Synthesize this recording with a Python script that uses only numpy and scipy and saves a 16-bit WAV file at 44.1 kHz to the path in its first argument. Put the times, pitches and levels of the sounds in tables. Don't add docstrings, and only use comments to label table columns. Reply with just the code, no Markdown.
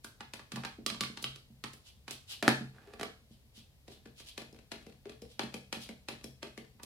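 import sys
import numpy as np
from scipy import signal
from scipy.fft import rfft, irfft
from scipy.io import wavfile
from scipy.ndimage import uniform_filter1d

SR = 44100
rng = np.random.default_rng(int(sys.argv[2]) if len(sys.argv) > 2 else 0)


def log_audio(samples):
    frames = np.atleast_2d(samples).T
    limited = np.clip(frames, -1, 1)
    pcm = np.round(limited * 32767).astype(np.int16)
    wavfile.write(sys.argv[1], SR, pcm)


N = 302067
TAP_SAMPLES = 4096
TYPICAL_DB = -42.5

# f/Hz, rel. density/dB
AIR_SPECTRUM = [(15, -46.5), (25, -3), (59, 8), (130, 5.5), (175, -9), (242, -5), (354, -15.5), (439, -11),
                (545, -13), (1370, -25), (2110, -18.5), (4740, -19), (6560, -24), (14400, -23.5),
                (16000, -32.5)]
# f/Hz, level/dB
HUM_BANDS = [(67, -69), (130, -72)]
# f/Hz, t60/s
ROOM_DECAY = [(100, 0.19), (300, 0.25), (1000, .33), (4000, 0.36), (9000, 0.38), (15000, 0.23)]
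# f/Hz, rel. density/dB
ROOM_SPECTRUM = [(80, -0.5), (250, -3.5), (500, 0.5), (1000, -2), (2500, -1.5), (4300, -2), (7000, -6.5),
                 (14000, 0)]
# f/Hz, left-right correlation
ROOM_CORRELATION = [(35, 0.96), (120, 0.7), (300, 0.42), (600, .7), (1200, 0.35), (2500, -0.79),
                    (5000, -.1)]
# f/Hz, gain/dB, t60/s
BOOM_MODES = [(132.4, -50, 0.42), (194.6, -56.5, 0.54), (234, -58.5, 0.28), (297.1, -61.5, 0.18),
              (433, -62.5, 0.41), (490, -66, 0.18)]
# f/Hz, rel. level/dB, t60/s
SHELL_MODES = [(138.4, -2.5, 0.18), (216.6, 0.5, 0.061), (294, 4.5, 0.025), (431, -3, 0.051),
               (540, 0.5, .03), (658, -3.5, 0.036), (742.6, -5, 0.082)]
# f/Hz, level/dB, t60/s
LANDING_MODES = [(196, -29.5, 0.028), (303, -17, .03), (764, -15.5, 0.03), (1339, -9.5, 0.0087)]
# f/Hz, width/Hz, nominal boost/dB
RESONANCES = [(1109, 53, 4), (1147, 52, 4.5), (1713, 150, 3.5), (2538, 130, 4), (3770, 150, 2),
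              (4245, 260, 2.5), (7600, 280, 2.5), (10800, 590, 1)]
# f/Hz, rel. density/dB
SCREW_SPECTRUM = [(450, -20), (800, 0.5), (1600, 0), (3400, -1.5), (4800, -3.5), (6700, -8.5), (10500, -13),
                  (15000, -27.5)]
TOOL_SPECTRUM = [(450, -6), (800, -5.5), (1200, 2), (1900, -2), (3200, 3.5), (4700, 2), (7000, -6.5),
                 (10500, -10.5), (15000, -27)]
SLIP_SPECTRUM = [(450, -6.5), (750, -1.5), (1000, -11), (1400, -5), (1700, -3.5), (1980, -6), (4400, -7.5),
                 (6700, -12.5), (11500, -15), (15000, -29)]
TWIST_SPECTRUM = [(450, -4), (700, 2.5), (1050, -2.5), (1800, -1), (2500, 0.5), (4300, -2), (6300, -7.5),
                  (8800, -12), (11000, -11.5), (15000, -31)]
# t/s, rel. level/dB, excitation centre/Hz
HAND_BUMPS = [(.532, -34, 178), (.572, -34, 205), (.785, -40.5, 297), (.92, -38, 240), (1.01, -35, 215),
              (1.097, -42.5, 260), (1.25, -43.5, 130), (1.50, -50.5, 210), (1.64, -43.5, 302),
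              (2.606, -32.5, 235), (3.306, -52, 254), (3.575, -52.5, 232), (5.895, -43.5, 229.8)]
# peak t/s, rel. level/dB
FINGER_SLIDES = [(1.876, -59), (2.12, -52), (2.316, -45), (3.33, -70.5), (3.577, -58.5), (3.924, -61),
                 (4.194, -57.5), (4.282, -55), (5.318, -63), (5.83, -51.5)]
# t/s, level/dB, tilt/(dB/oct)
SCREW_CONTACTS = [(0.0449, -45.5, 6), (0.2067, -43.5, -2.5), (0.3359, -42, 1.5), (0.3942, -50, -2.5),
                  (0.5196, -42.5, 1.1), (0.5593, -41.5, 1), (0.5698, -45, -12), (0.6361, -43, -4),
                  (0.6493, -37.5, -1.3), (1.6393, -38.5, -0.5), (1.7339, -52, 6), (2.08, -43.5, -0.5),
                  (2.1089, -41, 5.5), (4.2012, -53.5, 3), (6.7978, -55.5, -7.5), (6.8327, -46, 6.5)]
# t/s, level/dB, tilt/(dB/oct)
TOOL_CONTACTS = [(0.8632, -30, 2.5), (0.9009, -38, -1.5), (0.9458, -45.5, -3.5), (1.008, -30.5, 1.5),
                 (1.0356, -39, -2), (1.1733, -43, -1.5), (1.2257, -43.5, 9), (1.2417, -37, -0.1),
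                 (1.3594, -51.5, 2.3)]
# t/s, rel. level/dB, f/Hz
METAL_PINGS = [(0.047, -45, 1570), (1.0364, -42, 2430), (1.242, -31.5, 3040), (1.2425, -38, 3740),
               (2.784, -54.5, 1600)]
# t/s, level/dB
SLIP_CONTACTS = [(2.4264, -31.5), (2.4796, -21), (2.8728, -63.5), (2.9368, -51.5), (2.9965, -44.5),
                 (3.0113, -39.5), (3.031, -37.5)]
# start/s, end/s, tick level/dB
SCRAPE_SPANS = [(2.435, 2.474, -46), (2.737, 2.99, -69)]
# catch t/s, catch level/dB, seat level/dB, release t/s, release level/dB,
# shank f/Hz, rel. hand pressure/dB
TWIST_CYCLES = [(3.88, -55, -67, 4.0586, -59, 1730, -8), (4.3784, -41, -51.5, 4.5278, -64.5, 5230, -8),
                (4.7179, -40.5, -59, 4.8663, -58, 2270, -3.5), (5.0555, -55, -50.5, 5.2198, -55.5, 5380, 5),
                (5.3937, -32.5, -48, 5.5416, -42.5, 2470, 3), (5.7271, -35, -53, 5.8909, -50, 2194, -6),
                (6.086, -38, -55, 6.2422, -47, 5500, -3.5), (6.4287, -41.5, -59.5, 6.577, -49.5, 2190, 0.5)]


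def from_db(db):
    return 10 ** (np.asarray(db) / 20)


def at_hz(points, hz):
    f_hz, value = np.transpose(points)
    return np.interp(np.log(np.maximum(hz, 1)), np.log(f_hz), value)


def fade(t, t60_s):
    return np.exp(-np.log(1000) * t / t60_s)


def unit_level(x):
    return x / np.sqrt(np.mean(np.sum(x ** 2, axis=-1)) / (.01 * SR))


def add(out, t_s, sound):
    i = int(round(t_s * SR))
    out[:, i:i + sound.shape[-1]] += sound[..., :N - i]


def pan(pan_db):
    return from_db(np.array([[pan_db], [-pan_db]]) / 2)


def follow(level_db, usual_db, slope):
    return usual_db + slope * (level_db - TYPICAL_DB)


def minimum_phase(gain_db):
    cepstrum = irfft(np.log(from_db(gain_db)))
    half = len(cepstrum) // 2
    cepstrum[1:half] *= 2
    cepstrum[half + 1:] = 0
    return np.exp(rfft(cepstrum))


def diffuse(size, spectrum):
    hz = np.fft.rfftfreq(size, 1 / SR)
    mid, side = rfft(rng.standard_normal((2, size)))
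    alike = np.clip(at_hz(ROOM_CORRELATION, hz), -1, 1)
    pair = np.sqrt((1 + alike) / 2) * mid + np.sqrt((1 - alike) / 2) * side * [[1], [-1]]
    return irfft(pair * from_db(at_hz(spectrum, hz)), size)


def air():
    noise = diffuse(N, AIR_SPECTRUM)
    out = from_db(-64) * noise / noise.std()
    for hz, db in HUM_BANDS:
        hum = signal.lfilter(*signal.iirpeak(hz, Q=9, fs=SR), rng.standard_normal(N + SR))[SR:]
        out += from_db(db) * hum / hum.std()
    return out * pan(1.5)


def room(x, wet_db, build_s):
    t, hz = np.arange(SR) / SR, np.fft.rfftfreq(SR, 1 / SR)
    noise = rfft(diffuse(SR, ROOM_SPECTRUM))
    centres_hz = np.geomspace(100, 15000, 8)
    tail = 0
    for centre_hz, pick in zip(centres_hz, np.eye(len(centres_hz))):
        band = irfft(noise * at_hz(list(zip(centres_hz, pick)), hz), SR)
        tail = tail + band * fade(t, at_hz(ROOM_DECAY, centre_hz))
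    tail *= 1 - np.exp(-(t / build_s) ** 2)
    tail = from_db(wet_db) * tail / np.sqrt(np.sum(tail ** 2) / 2)
    booms = sum(from_db(db) * np.sin(2 * np.pi * f * t) * fade(t, t60) for f, db, t60 in BOOM_MODES)
    return signal.fftconvolve(x, tail + booms, axes=1)[:, :N]


def finger_slides(grain_db, gain_db, sigma_s):
    t = np.arange(N) / SR
    strokes = sum(from_db(db) * np.exp(-((t - t_s) / sigma_s) ** 2 / 2) for t_s, db in FINGER_SLIDES)
    hiss = diffuse(N, [(200, -22), (1000, -16.5), (2000, -12.5), (3000, 0.5),
                       (4500, -2), (7000, -8.5), (11000, -11.5), (16000, -25)])
    grain = uniform_filter1d(rng.standard_normal(N), size=60)
    hiss *= from_db(grain_db * grain / grain.std())
    return from_db(gain_db) * strokes * hiss / hiss.std()


def shell_knock(centre_hz, width_oct, rise_s):
    t = np.arange(TAP_SAMPLES) / SR
    hz, db, t60_s = np.transpose(SHELL_MODES)[:, :, None]
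    offset_oct = np.log2(hz / max(centre_hz, 100))
    weight = from_db(db + rng.normal(0, 1, hz.shape)) / (1 + (offset_oct / width_oct) ** 2)
    signs = -(-1) ** np.arange(len(SHELL_MODES))[:, None]
    modes = signs * weight * np.sin(2 * np.pi * hz * t) * fade(t, t60_s)
    return unit_level(modes.sum(0) * (1 - np.exp(-t / rise_s)))


def bumps(table, flesh_loss_db=3.5):
    out = np.zeros((2, N))
    for t_s, db, centre_hz in table:
        add(out, t_s, from_db(db - flesh_loss_db) * shell_knock(centre_hz, width_oct=0.5, rise_s=0.0077))
    return out


def steadying_hand(fidgets_per_s):
    gap, size, pitch = rng.random((60, 3)).T
    t_s = np.cumsum(.5 + gap) / fidgets_per_s
    fidgets = np.column_stack([t_s, -61 + 8 * (size - .5), 236 * 2 ** (pitch - .5)])
    return bumps(HAND_BUMPS) + bumps(fidgets[t_s < N / SR])


def pings(table, t60_s, gain_db):
    out, t = np.zeros((2, N)), np.arange(TAP_SAMPLES) / SR
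    for t_s, db, hz in table:
        lower_hz = hz * rng.uniform(.9, .96, (2, 1))
        pair = np.sin(2 * np.pi * hz * t) + 0.74 * np.sin(2 * np.pi * lower_hz * t)
        add(out, t_s, from_db(db + gain_db) * unit_level(pair * fade(t, t60_s)))
    return out


def hollow_ring(table, base_hz, bend, t60_s, gain_db):
    out, t = np.zeros((2, N)), np.arange(SR // 4) / SR
    attack, decay = 1 - np.exp(-t / 0.0057), fade(t, t60_s)
    for t_s, pressure_db in table:
        start_hz = base_hz * rng.uniform(0.96, 1.05)
        pitch_hz = start_hz * (1 + bend * rng.uniform(0.55, 1) * (1 - decay))
        ring = np.sin(2 * np.pi * np.cumsum(pitch_hz) / SR) * attack * decay
        add(out, t_s, from_db(gain_db + pressure_db) * ring * pan(5))
    return out


def contacts(table, spectrum, crack_t60_s, rebound, ring_db, creep_db,
             knock_db, knock_slope, knock_hz, width_oct, pan_db, spread):
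    out, lead_s = np.zeros((2, N)), .015
    t, hz = np.arange(TAP_SAMPLES) / SR - lead_s, np.fft.rfftfreq(TAP_SAMPLES, 1 / SR)
    peaks_db = np.array([db / (1 + (2 * (hz - f) / width) ** 2) for f, width, db in RESONANCES])
    body_db = at_hz(spectrum, hz) - 10 * np.log10(1 + (420 / (hz + 20)) ** 4)
    treble_oct = np.log2(np.maximum(hz, 700) / 3000)
    decay = fade(abs(t), crack_t60_s) + from_db(ring_db) * fade(abs(t), t60_s=0.037)
    side_share = np.clip(spread * hz / (hz + 2200), 0, 1)
    for t_s, level_db, tilt_db_oct in table:
        creep = from_db(min(follow(level_db, creep_db, slope=-2.1), -8)) * fade(abs(t), t60_s=0.026)
        snaps_s = np.cumsum([0, *rng.uniform(0.00045, 0.0061, size=2)])
        rattle = sum(rebound ** k * (t >= at) * fade(abs(t - at), t60_s=0.0018)
                     for k, at in enumerate(snaps_s))
        mid, side = rfft(rng.standard_normal((2, TAP_SAMPLES)) * np.where(t < 0, creep, decay + rattle))
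        pair = np.sqrt(1 - side_share) * mid + np.sqrt(side_share) * side * [[1], [-1]]
        noise_db = 10 * np.log10(uniform_filter1d(np.mean(abs(pair) ** 2, axis=0), size=90))
        spot_db = rng.uniform(0, 1.65, len(RESONANCES)) @ peaks_db
        crack = irfft(pair * minimum_phase(body_db + spot_db - noise_db + tilt_db_oct * treble_oct))
        add(out, t_s - lead_s, from_db(level_db) * unit_level(crack) * pan(pan_db))
        knock = shell_knock(knock_hz * rng.uniform(.88, 1.085), width_oct, rise_s=0.00033)
        add(out, t_s, from_db(follow(level_db, knock_db, knock_slope)) * knock * pan(pan_db / 2))
    return out


def handling():
    screw = contacts(
        SCREW_CONTACTS, SCREW_SPECTRUM, crack_t60_s=0.03, rebound=1.1, ring_db=-16.5, creep_db=-16.5,
        knock_db=-50, knock_slope=.7, knock_hz=350, width_oct=0.89, pan_db=-1, spread=0.64)
    tool = contacts(
        TOOL_CONTACTS, TOOL_SPECTRUM, crack_t60_s=0.021, rebound=0.83, ring_db=-7, creep_db=-8,
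        knock_db=-51, knock_slope=0.91, knock_hz=335, width_oct=0.62, pan_db=-1.5, spread=0.41)
    return screw + tool + pings(METAL_PINGS, t60_s=0.018, gain_db=-3.5)


def slipping(ticks_per_s, slip_tilt_db_oct, tick_tilt_db_oct):
    slips = [(t_s, db, slip_tilt_db_oct) for t_s, db in SLIP_CONTACTS]
    ticks = [(t_s + rng.uniform(-0.3, .4) / ticks_per_s, db + rng.normal(0, 1.7), tick_tilt_db_oct)
             for start_s, end_s, db in SCRAPE_SPANS for t_s in np.arange(start_s, end_s, 1 / ticks_per_s)]
    clicks = contacts(
        slips + ticks, SLIP_SPECTRUM, crack_t60_s=0.018, rebound=1, ring_db=-19.5, creep_db=-17.5,
        knock_db=-44.5, knock_slope=1.015, knock_hz=347, width_oct=0.6, pan_db=-1, spread=0.17)
    presses = [(t_s, 0) for t_s, _ in SLIP_CONTACTS]
    return clicks + hollow_ring(presses, base_hz=400, bend=0.15, t60_s=0.15, gain_db=-47.5)


def landing(t_s):
    out, t = np.zeros((2, N)), np.arange(TAP_SAMPLES) / SR
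    modes = sum(from_db(db) * np.sin(2 * np.pi * hz * t) * fade(t, t60) for hz, db, t60 in LANDING_MODES)
    add(out, t_s, -modes)
    return out


def twisting(seat_delay_s, grit_span_s):
    catch_s, catch_db, seat_db, release_s, release_db, shank_hz, pressure_db = np.transpose(TWIST_CYCLES)
    seat_s = catch_s + seat_delay_s
    catches = zip(catch_s, catch_db, -0.9 - 0.27 * pressure_db)
    seats = [(t_s, db, 0) for t_s, db in zip(seat_s, seat_db)]
    grit = [(t_s + grit_span_s * share, rng.normal(-64, 3), 0)
            for t_s in catch_s for share in rng.random(size=4)]
    releases = zip(release_s, release_db, 3 + 3 * np.log2(shank_hz / 3000))
    out = contacts(
        catches, TWIST_SPECTRUM, crack_t60_s=0.019, rebound=1.1, ring_db=-9, creep_db=-6,
        knock_db=-45.5, knock_slope=0.43, knock_hz=382, width_oct=0.75, pan_db=1, spread=0.73)
    out += contacts(
        seats + grit, TWIST_SPECTRUM, crack_t60_s=0.02, rebound=1, ring_db=-10.5, creep_db=-23,
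        knock_db=-45, knock_slope=0.82, knock_hz=334, width_oct=0.83, pan_db=2, spread=0.79)
    out += contacts(
        releases, TWIST_SPECTRUM, crack_t60_s=0.017, rebound=0.73, ring_db=-11, creep_db=-16,
        knock_db=-41.5, knock_slope=0.54, knock_hz=291, width_oct=1, pan_db=3, spread=0.8)
    out += hollow_ring(zip(catch_s, pressure_db), base_hz=365, bend=0.301, t60_s=0.16, gain_db=-42)
    out += hollow_ring(zip(release_s, pressure_db), base_hz=411, bend=0.32, t60_s=0.13, gain_db=-47)
    out += pings(zip(release_s, release_db, shank_hz), t60_s=0.036, gain_db=-4.5)
    pushes = [(t_s, follow(db, usual_db=-60, slope=2.3), 236) for t_s, db in zip(seat_s, catch_db)]
    return out + bumps(pushes)


def scene():
    background = air()
    close = handling()
    close += slipping(ticks_per_s=150, slip_tilt_db_oct=-2.5, tick_tilt_db_oct=-4)
    close += twisting(seat_delay_s=.04, grit_span_s=.22)
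    close += finger_slides(grain_db=2.5, gain_db=2.5, sigma_s=.018)
    close += steadying_hand(fidgets_per_s=3.5)
    low_cut = signal.butter(4, 134, "high", fs=SR, output="sos")
    close, blow = signal.sosfilt(low_cut, np.array([close, landing(t_s=2.48)]) + 1e-18)
    return background + close + blow + room(close + .3 * blow, wet_db=-2.5, build_s=0.0046)


def record(dry):
    return signal.sosfilt(signal.ellip(10, .1, 80, 16200, fs=SR, output="sos"), dry)


dry = scene()
out = record(dry)
log_audio(out)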